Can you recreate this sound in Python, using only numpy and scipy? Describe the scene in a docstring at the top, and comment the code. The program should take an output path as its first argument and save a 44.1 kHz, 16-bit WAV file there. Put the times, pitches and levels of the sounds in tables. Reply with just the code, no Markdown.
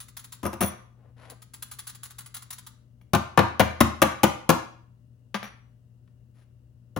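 """A steel coffee basket in its holder, a dosing funnel on top, is shaken level and knocked on a counter.
The grounds slide and the loose funnel rattles on the rim; a few soft landings and seven firm knocks
ring the holder and boom in the cabinet. The funnel is lifted off and laid down, ringing; the tamper
is picked up faintly. Close stereo microphone, the handling to its left, in a small, live kitchen
where an appliance hums and a gas flame hisses softly."""
import sys
import numpy as np
from scipy import signal
from scipy.fft import rfft, irfft
from scipy.io import wavfile

SR = 44100
rng = np.random.default_rng(int(sys.argv[2]) if len(sys.argv) > 2 else 0)


def dump(signal):
    """Clip the signal to [-1, 1] and save it as 16-bit WAV at the path in sys.argv[1]."""
    limited = np.clip(np.atleast_2d(signal).T, -1, 1)
    pcm = np.round(limited * 32767).astype(np.int16)
    wavfile.write(sys.argv[1], SR, pcm)


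N = 308259
T = np.arange(2 ** 15) / SR  # the time axis of one blow

# modes of the steel funnel, before fingers, basket or counter damp it: pitch_hz, relative_db, t60_s
FUNNEL_MODES = [(2140, -31.5, 0.15), (3360, -16.5, 0.27), (5830, -11.5, 0.4), (9960, 1, 0.35),
                (10060, -0.5, 0.053), (10070, -4, .1), (10850, -8, 0.23), (11300, -2.5, 0.052),
                (13880, 6.5, 0.041), (14150, -1, 0.064), (15240, 2, 0.086), (15510, 4.5, 0.043)]


def amp(db):
    """Decibels to gain."""
    return 10 ** (np.asarray(db) / 20)


def read(points, hz):
    """A table joined by straight lines over log frequency."""
    f, value = np.transpose(points)
    return np.interp(np.log(hz + 1), np.log(f), value)


def unit(x):
    """Scales to a mean energy of 1 per channel."""
    return x / np.sqrt(np.mean(np.sum(x ** 2, axis=-1)) + 1e-20)


def blow(x, db):
    """Scales a blow so that its energy, packed into a hundredth of a second, has this level."""
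    return unit(x) * amp(db) * np.sqrt(SR / 100)


def add(mix, start_s, sound):
    """Mixes a sound in at its start time."""
    part = mix[max(round(start_s * SR), 0):][:len(sound)]
    part += sound[:len(part)]


def coloured(x, colour, size=4096):
    """Minimum-phase filter with the given spectrum."""
    log_gain = np.log(amp(read(colour, abs(np.fft.fftfreq(size, 1 / SR)))))
    taps = np.fft.ifft(np.exp(np.conj(signal.hilbert(log_gain)))).real
    return signal.fftconvolve(x, taps[:size // 2])[:len(x)]


def tilted(colour, db_per_octave):
    """A spectrum tilted about 1 kHz."""
    return [(hz, db + db_per_octave * np.log2(hz / 1000)) for hz, db in colour]


def dying(x, ring_times, count=9):
    """Lets each band of x die at its own speed."""
    centres, hz = np.geomspace(80, 16000, count), np.fft.rfftfreq(len(T), 1 / SR)
    spectrum = rfft(x)
    bands = [irfft(spectrum * read(np.c_[centres, weights], hz)) for weights in np.eye(count)]
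    return sum(band * amp(-60 * T / read(ring_times, f)) for f, band in zip(centres, bands))


def modes(table, spread_db, detune):
    """Dying sines; each blow shares its force out differently, and the grip shifts the pitches."""
    hz, db, t60 = np.transpose(table)[:, :, None]
    share_db, phase = spread_db * rng.standard_normal(hz.shape), rng.random(hz.shape)
    hz = hz * (1 + detune * rng.standard_normal(hz.shape))
    t = T[:len(T) // 2]
    ring = amp(db + share_db - 60 * t / t60) * np.sin(2 * np.pi * (hz * t + phase))
    return unit(np.pad(ring.sum(0), (0, len(T) - len(t))))


def swell(seconds):
    """A soft start."""
    return 1 - np.exp(-(T / seconds) ** 2)


def ticks(per_s):
    """Tiny impulses of random time and strength."""
    return rng.standard_normal(len(T)) * (rng.random(len(T)) < per_s / SR)


def chatter(seconds, first, per_s):
    """One contact followed by a short crowd of tiny ones."""
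    force = unit(ticks(per_s) * np.exp(-(T / seconds) ** 2 / 2))
    force[0] += first
    return force


def diffuse(pair):
    """Turns two unrelated signals into sound from all sides: shared in the bass, unrelated higher up."""
    # how alike the room is on both sides of the microphone: frequency_hz, coherence
    coherence = [(100, 0.89), (250, 0.59), (600, 0.082), (1200, 0.05), (16000, 0.11)]
    left, other = rfft(pair)
    alike = read(coherence, np.fft.rfftfreq(pair.shape[1], 1 / SR))
    return irfft([left, alike * left + np.sqrt(1 - alike ** 2) * other], pair.shape[1])


def room_tone(air_db=-60.5, left_over_right_db=7):
    """An appliance's steady hum over the low rumble of the room and the soft hiss of the gas flame."""
    # mains hum, before panning: pitch_hz, rms_db
    harmonics = [(59.9, -72), (119.7, -56.5), (179.6, -76.5), (239.4, -76), (479, -88), (598, -85.5)]
    # spectrum of rumble and hiss: frequency_hz, gain_db
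    air_colour = [(12, -67), (20, -38.5), (55, -12), (91, -11), (123, -10.5), (146, -17.5), (234, -19.5),
                  (328, -28.5), (357, -30), (607, -36), (897, -44.5), (1910, -50.5), (2450, -57.5),
                  (2800, -44.5), (3200, -54.5), (11100, -57), (13200, -62), (16000, -53)]
    t = np.arange(N) / SR
    hum = sum(np.sqrt(2) * amp(db) * np.sin(2 * np.pi * (hz * t + rng.random())) for hz, db in harmonics)
    air = diffuse(np.array([coloured(noise, air_colour) for noise in rng.standard_normal((2, N))]))
    pan = amp([[left_over_right_db / 2], [-left_over_right_db / 2]])
    return (hum + unit(air) * np.sqrt(N) * amp(air_db)) * pan


def rattle(level_db, seconds, usual_db=-38.5):
    """Grounds hit the wall and the funnel buzzes on the rim, damped by the fingers."""
    # spectrum of grounds against steel: frequency_hz, gain_db
    grounds_colour = [(300, -27.5), (700, -10.5), (1200, 1), (2600, -7), (4000, -1), (5500, -6), (7500, 1),
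                      (9000, -17), (10200, 8), (11500, -2), (12900, -20.5), (14100, -4), (15700, 4.5),
                      (16500, -14)]
    impacts = chatter(seconds, first=0.12, per_s=4500) * (0.54 + swell(0.0019))
    ring = modes(FUNNEL_MODES, spread_db=3.5, detune=0.0077) * np.exp(-T / 0.015) * swell(seconds / 3)
    ring_db = level_db - 2 + 0.6 * (level_db - usual_db)  # harder shakes ring more
    return blow(coloured(impacts, grounds_colour), level_db) + blow(ring, ring_db)


def shakes(slowest_swing_s=0.23, usual_swing_s=0.16, bounce_s=0.022, hard_push_db=-37):
    """Each swing rattles at the push and again at the return; a hard push bounces the funnel once."""
    # the holder swung to and fro: start_s, push_db, return_db
    pushes = [(0.002, -41, -50), (0.167, -39.5, -45), (0.321, -41.5, -66), (1.298, -45, -48.5),
              (1.535, -43, -37.5), (1.712, -40.5, -38), (1.869, -38.5, -46.5), (2.031, -39, -47),
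              (2.183, -40, -45.5), (2.342, -38, -46), (2.504, -38, -44), (2.665, -44, -81)]
    out = np.zeros(N)
    swings = np.minimum(np.diff([row[0] for row in pushes], append=np.inf), slowest_swing_s)
    for (start_s, push_db, return_db), swing_s in zip(pushes, swings):
        bounce_db = push_db + 2.5 * min(push_db - hard_push_db, 0)
        return_s = 0.077 + 0.62 * (swing_s - usual_swing_s)  # about midway through the swing
        add(out, start_s, rattle(push_db, seconds=0.012))
        add(out, start_s + bounce_s, rattle(bounce_db, seconds=0.011))
        add(out, start_s + return_s, rattle(return_db, seconds=0.011))
    return out


def knocks(full_force_db=-14, rock_db=-3):
    """The holder strikes and rocks back: the counter top rings, loose steel clacks, the cabinet booms."""
    # the holder meets the counter: start_s, force_db, boom_re_force_db, clack_re_force_db, rock_back_s
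    landings = [(0.431, -36.5, 6.5, -8.5, 0.0097), (0.453, -29, -3, -10.5, 0.011),
                (0.53, -40.5, 2, -5.5, .008), (0.607, -26, 0.5, -7, 0.0076), (0.625, -27.5, 4, -6.5, .009),
                (3.134, -17.5, 0, -10.5, .015), (3.375, -13, -2.5, -18.5, 0.015),
                (3.596, -13.5, -4.5, -12.5, 0.0071), (3.805, -15.5, 1, -8, .005),
                (4.018, -15, -7.5, -7, 0.0068), (4.2327, -15, -7, -8, 0.0058),
                (4.492, -14.5, -9.5, -8, .009), (6.963, -31.5, 4.5, -13.5, 0.0087)]
    # spectrum of the struck counter top: frequency_hz, gain_db
    top_colour = [(60, -26.5), (170, -1), (330, -1.5), (420, -12), (560, -0.5), (1200, -2.5), (1950, -11),
                  (2600, -14), (4000, -19.5), (8000, -36.5), (16000, -59)]
    # ring times of the counter top: frequency_hz, t60_s
    top_ring = [(150, .12), (600, 0.067), (2000, 0.0658), (8000, 0.045)]
    # spectrum of the loose steel: frequency_hz, gain_db
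    clack_colour = [(500, -14.5), (2000, -0.5), (3200, -1.5), (4300, -7.5), (6000, 0), (8500, -9),
                    (10200, 1.5), (11800, 0.5), (13200, -12.5), (14600, 3.5), (15700, 0), (17000, -21.5)]
    # modes of the holder on the counter: pitch_hz, relative_db, t60_s
    holder_modes = [(337.7, 4, .15), (363, 1, 0.099), (433, -9, 0.13), (525.7, 3.5, 0.09), (557, -3, 0.065),
                    (690, 0.5, 0.09), (836, -2.5, 0.11), (942, -2, 0.16), (1010, -2.5, 0.14),
                    (1061, -3, 0.13), (1128, -4.5, 0.11), (1190, -16, .5), (1196, -16, .25),
                    (1366, -7.5, 0.06), (1450, -6.5, 0.13), (1766, -10.5, 0.09), (2457, -18.5, 0.067),
                    (2730, -10.5, 0.068)]
    # modes of counter and cabinet: pitch_hz, relative_db, t60_s
    cabinet_modes = [(80.7, -4.5, 0.46), (107.2, -2, 0.266), (137.2, -9, 0.24), (167.7, 1.5, 0.11),
                     (203.1, 2.5, 0.18), (235, -2, .2)]
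    out = np.zeros(N)
    for start_s, force_db, boom_db, clack_db, rock_s in landings:
        colour = tilted(top_colour, 0.13 * (force_db - full_force_db))  # a softer knock is duller
        for contact_s, top_db in ((start_s, force_db), (start_s + rock_s, force_db + rock_db)):
            top = coloured(dying(rng.standard_normal(len(T)), top_ring), colour) * swell(0.0011)
            clack = coloured(chatter(seconds=0.0032, first=0.32, per_s=6000), clack_colour)
            add(out, contact_s, blow(top, top_db) + blow(clack, force_db + clack_db))
        ring = modes(holder_modes, spread_db=1, detune=0.0094) * swell(0.0029)
        ring_db = 0.8 * force_db - 8  # a soft landing has a larger share of ring
        boom = modes(cabinet_modes, spread_db=1, detune=0.015) * swell(0.0072)
        add(out, start_s, blow(ring, ring_db) + blow(boom, force_db + boom_db))
    return out


def funnel_ring(seated):
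    """The struck funnel: short and unsteady in pitch on the basket, longer and clear on the counter."""
    # how strongly it rings when lying free: frequency_hz, gain_db
    laid_colour = [(2200, 6), (3400, 2), (5900, 11), (10000, 2), (10800, -12), (14000, -8), (15500, -8)]
    if seated:
        return modes(FUNNEL_MODES, spread_db=2.5, detune=0.0089) * np.exp(-T / 0.023)
    return coloured(modes(FUNNEL_MODES, spread_db=5, detune=0), laid_colour) * np.exp(-T / 0.076)


def clinks(funnel_off_s=5, contact_s=0.0037, gap_shrink=0.93, thump_hz=199.3, thump_t60_s=0.18):
    """The funnel bounces to rest, rings and, laid down, thumps the counter;
    later, a faint tick as a hand reaches for the tamper."""
    # steel touches basket or counter: start_s, contact_db, ring_db, first_gap_s, loss_per_bounce_db
    touches = [(0.461, -66, -35.5, 0.0029, 21), (0.607, -44.5, -26.5, .018, 2.4),
               (3.013, -64.5, -70, .003, 17), (5.3438, -28.5, -48, 0.0073, 4.5),
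               (5.4295, -38.5, -50, .013, 3.5), (6.077, -72.5, -92, 0.0026, 12)]
    # spectrum of one contact: frequency_hz, gain_db
    contact_colour = [(100, -34), (200, 9), (330, -6.5), (700, 0.5), (1300, 2), (2400, -2.5), (4000, -11.5),
                      (6500, -16), (8500, -34.5), (10500, -18), (13000, -35.5), (15500, -20.5)]
    out = np.zeros(N)
    thump = np.sin(2 * np.pi * thump_hz * T) * amp(-60 * T / thump_t60_s) * swell(0.0036)
    for at_s, contact_db, ring_db, gap_s, loss_db in touches:
        seated = at_s < funnel_off_s
        if not seated:
            add(out, at_s, blow(thump, contact_db - 11.5))
        for bounce in range(5):
            contact = coloured(chatter(contact_s, first=0.39, per_s=5000), contact_colour)
            ring = funnel_ring(seated) * swell(contact_s / 2)
            add(out, at_s, (blow(contact, contact_db) + blow(ring, ring_db)) * amp(-bounce * loss_db))
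            at_s += gap_s * gap_shrink ** bounce
    return out


def rubs(peak_share=0.58):
    """Fingers and the holder's foot slide; last, the tamper scrapes faintly as it is picked up."""
    # runs of fine, uneven slips: start_s, length_s, level_db, tilt_db_per_octave
    slides = [(0.96, 0.17, -66.5, -3), (1.163, 0.16, -55.5, 1), (1.294, 0.047, -51, -3.5),
              (6.338, 0.11, -70.5, 4)]
    # spectrum of the friction: frequency_hz, gain_db
    friction_colour = [(150, -50), (250, -1), (421, -8.5), (482, -0.5), (1650, -10), (7760, -32),
                       (8590, -44), (10200, -22), (14000, -52)]
    out = np.zeros(N)
    for start_s, length_s, level_db, tilt in slides:
        slips = unit(coloured(ticks(per_s=2500), tilted(friction_colour, tilt))) * np.sqrt(len(T))
        pressure = np.interp(T / length_s, [0, peak_share, 1], [0, 1, 0]) ** 0.5
        add(out, start_s, slips * amp(level_db) * pressure)
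    return out


def reflections(early_db=-6, early_s=0.0045, onset_s=0.0022, echoes_per_s=5000):
    """Quick reflections from counter and stove, and the room's tail, for one place of the holder."""
    # reverberation of the kitchen: frequency_hz, t60_s
    room_ring = [(100, 0.36), (400, 0.43), (1200, 0.48), (3000, 0.45), (7000, 0.45), (11000, 0.19),
                 (16000, 0.2)]
    # how much the room returns: frequency_hz, gain_db
    tail_colour = [(100, -12), (400, -8), (1200, -4), (3000, -5), (7000, -7), (11000, -11), (16000, -13)]
    shape = (2, 2, len(T))
    early_taps, tail_taps = rng.choice([-1, 1], shape) * (rng.random(shape) < echoes_per_s / SR)
    early = unit(diffuse(early_taps) * swell(onset_s) * np.exp(-T / early_s))
    tail = unit(dying(diffuse(tail_taps), room_ring) * swell(onset_s))
    tail = np.array([coloured(side, tail_colour) for side in tail])
    return (amp(early_db) * early + tail) * amp([[1], [-1]])  # slightly to the left


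def kitchen(x, right_lag_s=23e-6, moves_per_s=1.705, places=3):
    """The direct sound at the close microphone, plus reflections that change as the hands move."""
    # balance of near sounds at the microphone: frequency_hz, left_minus_right_db
    balance = [(100, 4.5), (300, 10), (600, 12), (1500, 7), (3500, 10.5), (6500, 3.5), (9500, -0.5),
               (16000, -0.5)]
    hz = np.fft.rfftfreq(len(T), 1 / SR)
    left = amp(read(balance, hz) / 2)
    right = np.exp(-2j * np.pi * hz * right_lag_s) / left
    lead = 64  # samples of room for the fractional delay
    direct = np.roll(irfft([left, right]), lead, axis=1)[:, :len(T) // 2]
    out = signal.fftconvolve(x[None], direct, axes=1)[:, lead:lead + N]
    for k in range(places):
        weight = np.sqrt(2 / places) * np.cos(np.pi * (moves_per_s * np.arange(N) / SR + k / places))
        out += signal.fftconvolve((x * weight)[None], reflections(), axes=1)[:, :N]
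    return out


def scene():
    """All handling sounds in the kitchen, over its hum."""
    return kitchen(knocks() + shakes() + clinks() + rubs()) + room_tone()


def record(dry):
    """The loudest peaks are rounded off, then the highest treble is cut."""
    ceiling, edge_hz = 0.97, 16300
    rounded = dry / (1 + (dry / ceiling) ** 4) ** (1 / 4)
    lowpass = signal.firwin(511, edge_hz, window=("kaiser", 9), fs=SR)
    return signal.oaconvolve(rounded, lowpass[None], "same")


dry = scene()
out = record(dry)
dump(out)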